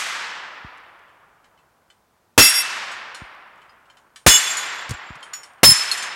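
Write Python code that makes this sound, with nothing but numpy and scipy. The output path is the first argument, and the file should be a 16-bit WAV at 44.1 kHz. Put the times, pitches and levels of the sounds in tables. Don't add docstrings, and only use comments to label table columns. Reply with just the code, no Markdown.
import sys
import numpy as np
from scipy import signal
from scipy.fft import rfft, irfft, next_fast_len
from scipy.io import wavfile

SR = 44100
rng = np.random.default_rng(int(sys.argv[2]) if len(sys.argv) > 2 else 0)


def wav_out(sig):
    wavfile.write(sys.argv[1], SR, np.round(np.clip(np.atleast_2d(sig).T, -1, 1) * 32767).astype(np.int16))


N = 271215

# t/s, blast level/dB, blast length/factor, shock level/dB, echo level/dB
GUNSHOTS = [(-.194, -14, 0.89, -18, 1), (2.378, -3.5, 1.09, 3, 1.5), (4.2639, -1, 0.64, 5, 2),
            (5.632, 0.5, 0.58, -1.5, 0.5)]
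# f/Hz, density/dB, t60/s at length 1
BLAST_BANDS = [(30, -14, 0.14), (79.2, -2, 0.087), (250, -6, 0.12), (600, -0.5, 0.065), (1197, -5, 0.11),
               (2200, -6, 0.11), (4850, -15, 0.24), (10000, -15, 0.1), (16000, -29, 0.22)]
# delay/s, level/dB, push/s
SHOCK_PATHS = [(0, 19.5, 0.00053), (.0017, -2, 0.001), (.0058, 6.5, .0025), (0.0142, -2.5, 0.0045)]
# f/Hz, density/dB, t60/s before the envelope
FOREST_BANDS = [(30.36, -36, 20), (90, -29, 20), (270, -22, 35), (516, -15.5, 30), (1000, -4.5, 15.8),
                (1830, 2.5, 4.65), (4040, -2.5, 2.305), (6170, 0, 1.33), (9000, 2, 0.76),
                (11960, -10, 0.83), (16000, -23, .65)]
# f/Hz, level/dB, t60/s
MODES_A = [
    [2051, 2650, 3440, 4882, 5550, 6888, 8037, 8696, 10076, 10980, 11516, 13310, 13770, 15350],
    [-16, 3, -17, -8, -3.5, -8, -12, -7, -7, -13, -9.5, -16, -16, -27],
    [1.0, .36, 1.0, .8, 1.1, .55, .8, .75, .9, .7, .65, .7, .6, 1.2],
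]
MODES_B = [
    [2930, 3445, 5233, 6580, 6939, 7355, 9292, 9814, 11160, 12240, 12540, 13520, 15250],
    [-4, -4, -3, 0, -17, -3, -10, -19, -17, -16, -15, -20, -17],
    [.7, 1.2, .5, .85, 1.5, 1.1, .9, .6, .75, .5, .95, .4, .75],
]
MODES_C = [
    [4242, 5222, 5268, 7252, 9483, 10581, 10618, 11600, 12630, 13150, 14700],
    [-15, 0, -6, -9, -12, -9, -10, -21, -20, -21, -23],
    [.7, 1.0, .7, .7, .5, .6, .5, .4, .4, .5, .3],
]
# t/s, level/dB, half turn/s, t of hanger check/s, loss at check/dB
BULLET_HITS = [(2.379, -4, .145, 2.622, 23), (4.265, -7.5, 0.15, 4.375, 7.5),
               (5.632, 1.5, 0.106, 5.733, 17)]
# f/Hz, level/dB, t60/s
HANGER_MODES = [(2100, -6.5, 0.09), (2950, -16, 0.093), (3110, -10, 0.35), (4250, -4, 0.093),
                (5250, -2, 0.018), (6500, -28, 0.099), (6800, -15, 0.34), (6760, -4, .14),
                (7410, -16.5, 0.24), (7970, -1.5, 0.12), (8180, -15, 0.067), (8800, -11.5, 0.52),
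                (10000, -6, 0.14), (11600, -14.5, 0.22), (12070, -18, 0.1), (13490, -23.5, .12)]
# t/s, level/dB, main mode f/Hz, mode level re knock/dB
HANGER_KNOCKS = [(1.443, -47.5, 2980, -7), (1.9012, -45, 3030, 1), (2.915, -31.5, 2980, -2),
                 (3.146, -30, 4120, -5), (3.617, -47.5, 3030, 2), (3.6944, -50, 4960, 3),
                 (3.8995, -45, 3080, 2), (3.97, -44, 3050, -4), (4.1594, -33.5, 3100, -4),
                 (5.228, -35.5, 3140, 6), (5.4325, -34.5, 5440, 2)]
# t/s, knock level/dB, f/Hz, mode level/dB, t60/s
PLATE_PINGS = [(4.569, -25, 6970, -20.5, 0.17), (5.334, -33, 6930, -26.5, 0.22),
               (5.334, -48, 13490, -46, .22), (5.335, -37.5, 5550, -34, 0.25),
               (5.914, -22, 4262, -10, 0.064), (5.975, -27, 7210, -31.5, 0.41),
               (6.024, -27, 6380, -32.5, 0.22)]
# t/s, thud level/dB, f/Hz, snap level/dB
STEEL_LANDINGS = [(4.893, -30.5, 109, -25), (4.908, -20.5, 107.5, -23), (4.937, -35, 67, -40),
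                  (5.155, -47, 147, -43.5), (5.686, -16.5, 163, -25), (5.712, -24, 133, -35)]
# f/Hz, density/dB
AIR_SPECTRUM = [(18, -40), (30, -2), (171, -2.5), (216, -4), (267, -5.5), (794, -3.5), (859, -2.5),
                (2770, -17.5), (15000, -24.5)]

BAND_LIMIT_HZ = 16200
HANGER_T60_S = .075


def muzzle_blast(db, length, shock_db, scatter_db=9, delay_spread=.23):
    t = clock(.5)
    sound = gain_of(scatter_db + db) * scatter(BLAST_BANDS, t / length)
    for delay_s, path_db, push_s in SHOCK_PATHS:
        arrival_s = delay_s * (1 + delay_spread * rng.uniform(-1, 1))
        add(sound, arrival_s, -gain_of(shock_db + path_db) * shock(t, push_s))
    return sound


def shock(t, push_s):
    return (1 - t / push_s) * np.exp(-t / push_s)


def forest_echo(db, trim_db=-20, near_s=.07, crest_s=.43, rise_db_per_s=3.5, fade_db_per_s=16):
    t = clock(3)
    near_db = 16.5 * np.exp(-t / near_s)
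    swell_db = np.minimum(rise_db_per_s * (t - crest_s), -fade_db_per_s * (t - crest_s))
    clumps_db = .51 * wander(t, top_hz=45)
    return gain_of(db + trim_db + near_db + swell_db + clumps_db) * scatter(FOREST_BANDS, t)


def far_slope(db, loss_db=24):
    return -gain_of(db - loss_db) * band(shock(clock(.1), push_s=.0029), 48, 300, order=3)


def plate_ring(modes, db, half_turn_s, free_s, loss_db,
               doppler=.002, split_hz=28, twin_db=-8, lobes_db=3, edge_on_db=-9.5, check_s=.01):
    t = clock(1.2)
    ring = np.zeros(len(t))
    for hz, mode_db, t60_s in zip(*modes):
        bent_t = t + doppler * np.cumsum(wander(t, top_hz=25)) / SR
        pair = mode(bent_t, hz, t60_s)
        twin_hz = hz + split_hz * rng.uniform(1, 1.8)
        pair += gain_of(twin_db) * mode(bent_t, twin_hz, t60_s)
        ring += gain_of(mode_db + lobes_db * wander(t, top_hz=25)) * pair
    facing = np.hypot(np.sin(np.pi * t / half_turn_s), gain_of(edge_on_db))
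    checked = np.clip((t - free_s) / check_s, 0, 1)
    return ring * facing * gain_of(db - loss_db * checked)


def plate_echo(ring, wet_db=-17, fade_s=.15):
    t = clock(1)
    tail = scatter(FOREST_BANDS, t) * np.exp(-t / fade_s)
    return gain_of(wet_db) * signal.oaconvolve(ring, tail / np.linalg.norm(tail))[:N]


def clank(db, main_hz, main_db, main_t60_s, spread_db=4, detune=.0093, scrape_s=.037, rise_s=.0004,
          firm_db=-30, firm_cutoff_hz=10000, db_per_octave=11.5):
    t = clock(.35)
    ring = np.zeros(len(t))
    for hz, mode_db, t60_s in HANGER_MODES:
        gain = gain_of(mode_db + spread_db * rng.standard_normal())
        ring += gain * mode(t, hz * (1 + detune * rng.uniform(-.85, 1)), t60_s)
    rack_hz = np.geomspace(1300, 9500, 22)
    clack = sum(mode(t, hz * rng.uniform(.88, 1.06), t60_s=.11) for hz in rack_hz)
    scrape = band(rng.standard_normal(len(t)), 1200, 9400, order=3) * np.exp(-t / scrape_s)
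    knock = ring / 2 + gain_of(-12) * clack + gain_of(-5) * scrape
    cutoff_hz = np.clip(firm_cutoff_hz * 2 ** ((db - firm_db) / db_per_octave), 2000, BAND_LIMIT_HZ)
    knock = signal.lfilter(*signal.butter(1, cutoff_hz, fs=SR), knock)
    tone = gain_of(main_db) * mode(t, main_hz, main_t60_s)
    return (gain_of(db) * knock + tone) * (1 - np.exp(-t / rise_s))


def landing(thud_db, thud_hz, snap_db, thud_s=.0096, snap_s=.0072):
    t = clock(.15)
    grit, soil = rng.standard_normal((2, len(t)))
    push = np.sin(2 * np.pi * thud_hz * t) + gain_of(-8) * unit_rms(band(soil, 59, 285))
    thud = 2 * push * t / thud_s * np.exp(1 - 2 * t / thud_s)
    snap = band(grit, 3300, 8700) * np.exp(-t / snap_s)
    return gain_of(thud_db) * thud + gain_of(snap_db) * snap


def hanger_rattle(count=6, first_s=.29, gap_s=.33, main_hz=3050, fade_db_per_s=28, floor_db=-57.5):
    sound = np.zeros(3 * SR)
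    for k, (late, spot) in enumerate(rng.random((count, 2)) - .5):
        at_s = first_s + gap_s * (k + late)
        db = max(-40 - fade_db_per_s * at_s, floor_db)
        add(sound, at_s, clank(db, main_hz * (1 + .25 * spot), db, HANGER_T60_S))
    return sound


def bark_patter(count=4, flight_s=.8, spread_s=.5, db=-50, spread_db=7, tick_s=.0023):
    sound, t = np.zeros(2 * SR), clock(.05)
    for late, smallness in rng.random((count, 2)):
        tick = band(rng.standard_normal(len(t)), 3200, 9400) * np.exp(-t / tick_s)
        add(sound, flight_s + spread_s * late, gain_of(db - spread_db * smallness) * tick)
    return sound


def still_air(rms_db=-64):
    hz, db = np.transpose(AIR_SPECTRUM)
    colour = gain_of(np.interp(np.log(np.fft.rfftfreq(N, 1 / SR) + 1), np.log(hz), db))
    return gain_of(rms_db) * unit_rms(irfft(rfft(rng.standard_normal(N)) * colour, N))


def scatter(bands, t):
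    hz, db, t60s_s = np.transpose(bands)
    size = next_fast_len(len(t))
    log_hz = np.log(np.fft.rfftfreq(size, 1 / SR) + 1)
    spectrum = rfft(rng.standard_normal(size)) * gain_of(np.interp(log_hz, np.log(hz), db))
    spectrum /= irfft(spectrum, size).std()
    shares = [np.interp(log_hz, np.log(hz), row) for row in np.eye(len(hz))]
    return sum(irfft(spectrum * share, size)[:len(t)] * np.exp(-np.log(1000) * t / t60_s)
               for share, t60_s in zip(shares, t60s_s))


def mode(t, hz, t60_s):
    return np.sin(2 * np.pi * (hz * t + rng.random())) * np.exp(-np.log(1000) * t / t60_s)


def wander(t, top_hz):
    rates_hz = np.geomspace(top_hz / 5, top_hz, 12)[:, None]
    coarse_t = t[::64]
    waves = np.sin(2 * np.pi * (rates_hz * coarse_t + rng.random((12, 1))))
    return np.interp(t, coarse_t, unit_rms(waves.sum(0)))


def band(x, lo_hz, hi_hz, order=2):
    return signal.sosfilt(signal.butter(order, [lo_hz, hi_hz], "band", fs=SR, output="sos"), x)


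def gain_of(db):
    return 10 ** (np.asarray(db) / 20)


def unit_rms(x):
    return x / np.sqrt(np.mean(x ** 2) + 1e-20)


def clock(length_s):
    return np.arange(int(length_s * SR)) / SR


def add(mix, at_s, sound):
    start = round(at_s * SR)
    sound = sound[max(-start, 0):]
    part = mix[max(start, 0):][:len(sound)]
    part += sound[:len(part)]


def scene(slope_delay_s=.84, knock_trim_db=-4):
    mix, plates = still_air(), np.zeros(N)
    for at_s, db, length, shock_db, echo_db in GUNSHOTS:
        add(mix, at_s, muzzle_blast(db, length, shock_db))
        add(mix, at_s, forest_echo(echo_db))
        add(mix, at_s + slope_delay_s, far_slope(echo_db))
        add(mix, at_s, hanger_rattle())
        add(mix, at_s, bark_patter())
    for modes, hit in zip([MODES_A, MODES_B, MODES_C], BULLET_HITS):
        at_s, db, half_turn_s, checked_s, loss_db = hit
        add(plates, at_s, plate_ring(modes, db, half_turn_s, checked_s - at_s, loss_db))
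    for at_s, db, main_hz, relative_db in HANGER_KNOCKS:
        knock_db = db + knock_trim_db
        add(mix, at_s, clank(knock_db, main_hz, knock_db + relative_db, HANGER_T60_S))
    for at_s, *ping in PLATE_PINGS:
        add(mix, at_s, clank(*ping))
    for at_s, *fall in STEEL_LANDINGS:
        add(mix, at_s, landing(*fall))
    return (mix + plates + plate_echo(plates))[None]


def record(dry, ceiling=.61, low_cut_hz=30):
    fine = signal.resample_poly(dry, 2, 1, axis=1)
    clipped = fine / (1 + (fine / ceiling) ** 6) ** (1 / 6)
    clipped = signal.sosfilt(signal.butter(2, low_cut_hz, "high", fs=2 * SR, output="sos"), clipped)
    low_pass = signal.firwin(511, BAND_LIMIT_HZ, window=("kaiser", 9), fs=2 * SR)
    return signal.oaconvolve(clipped, low_pass[None], "same")[:, ::2]


dry = scene()
out = record(dry)
wav_out(out)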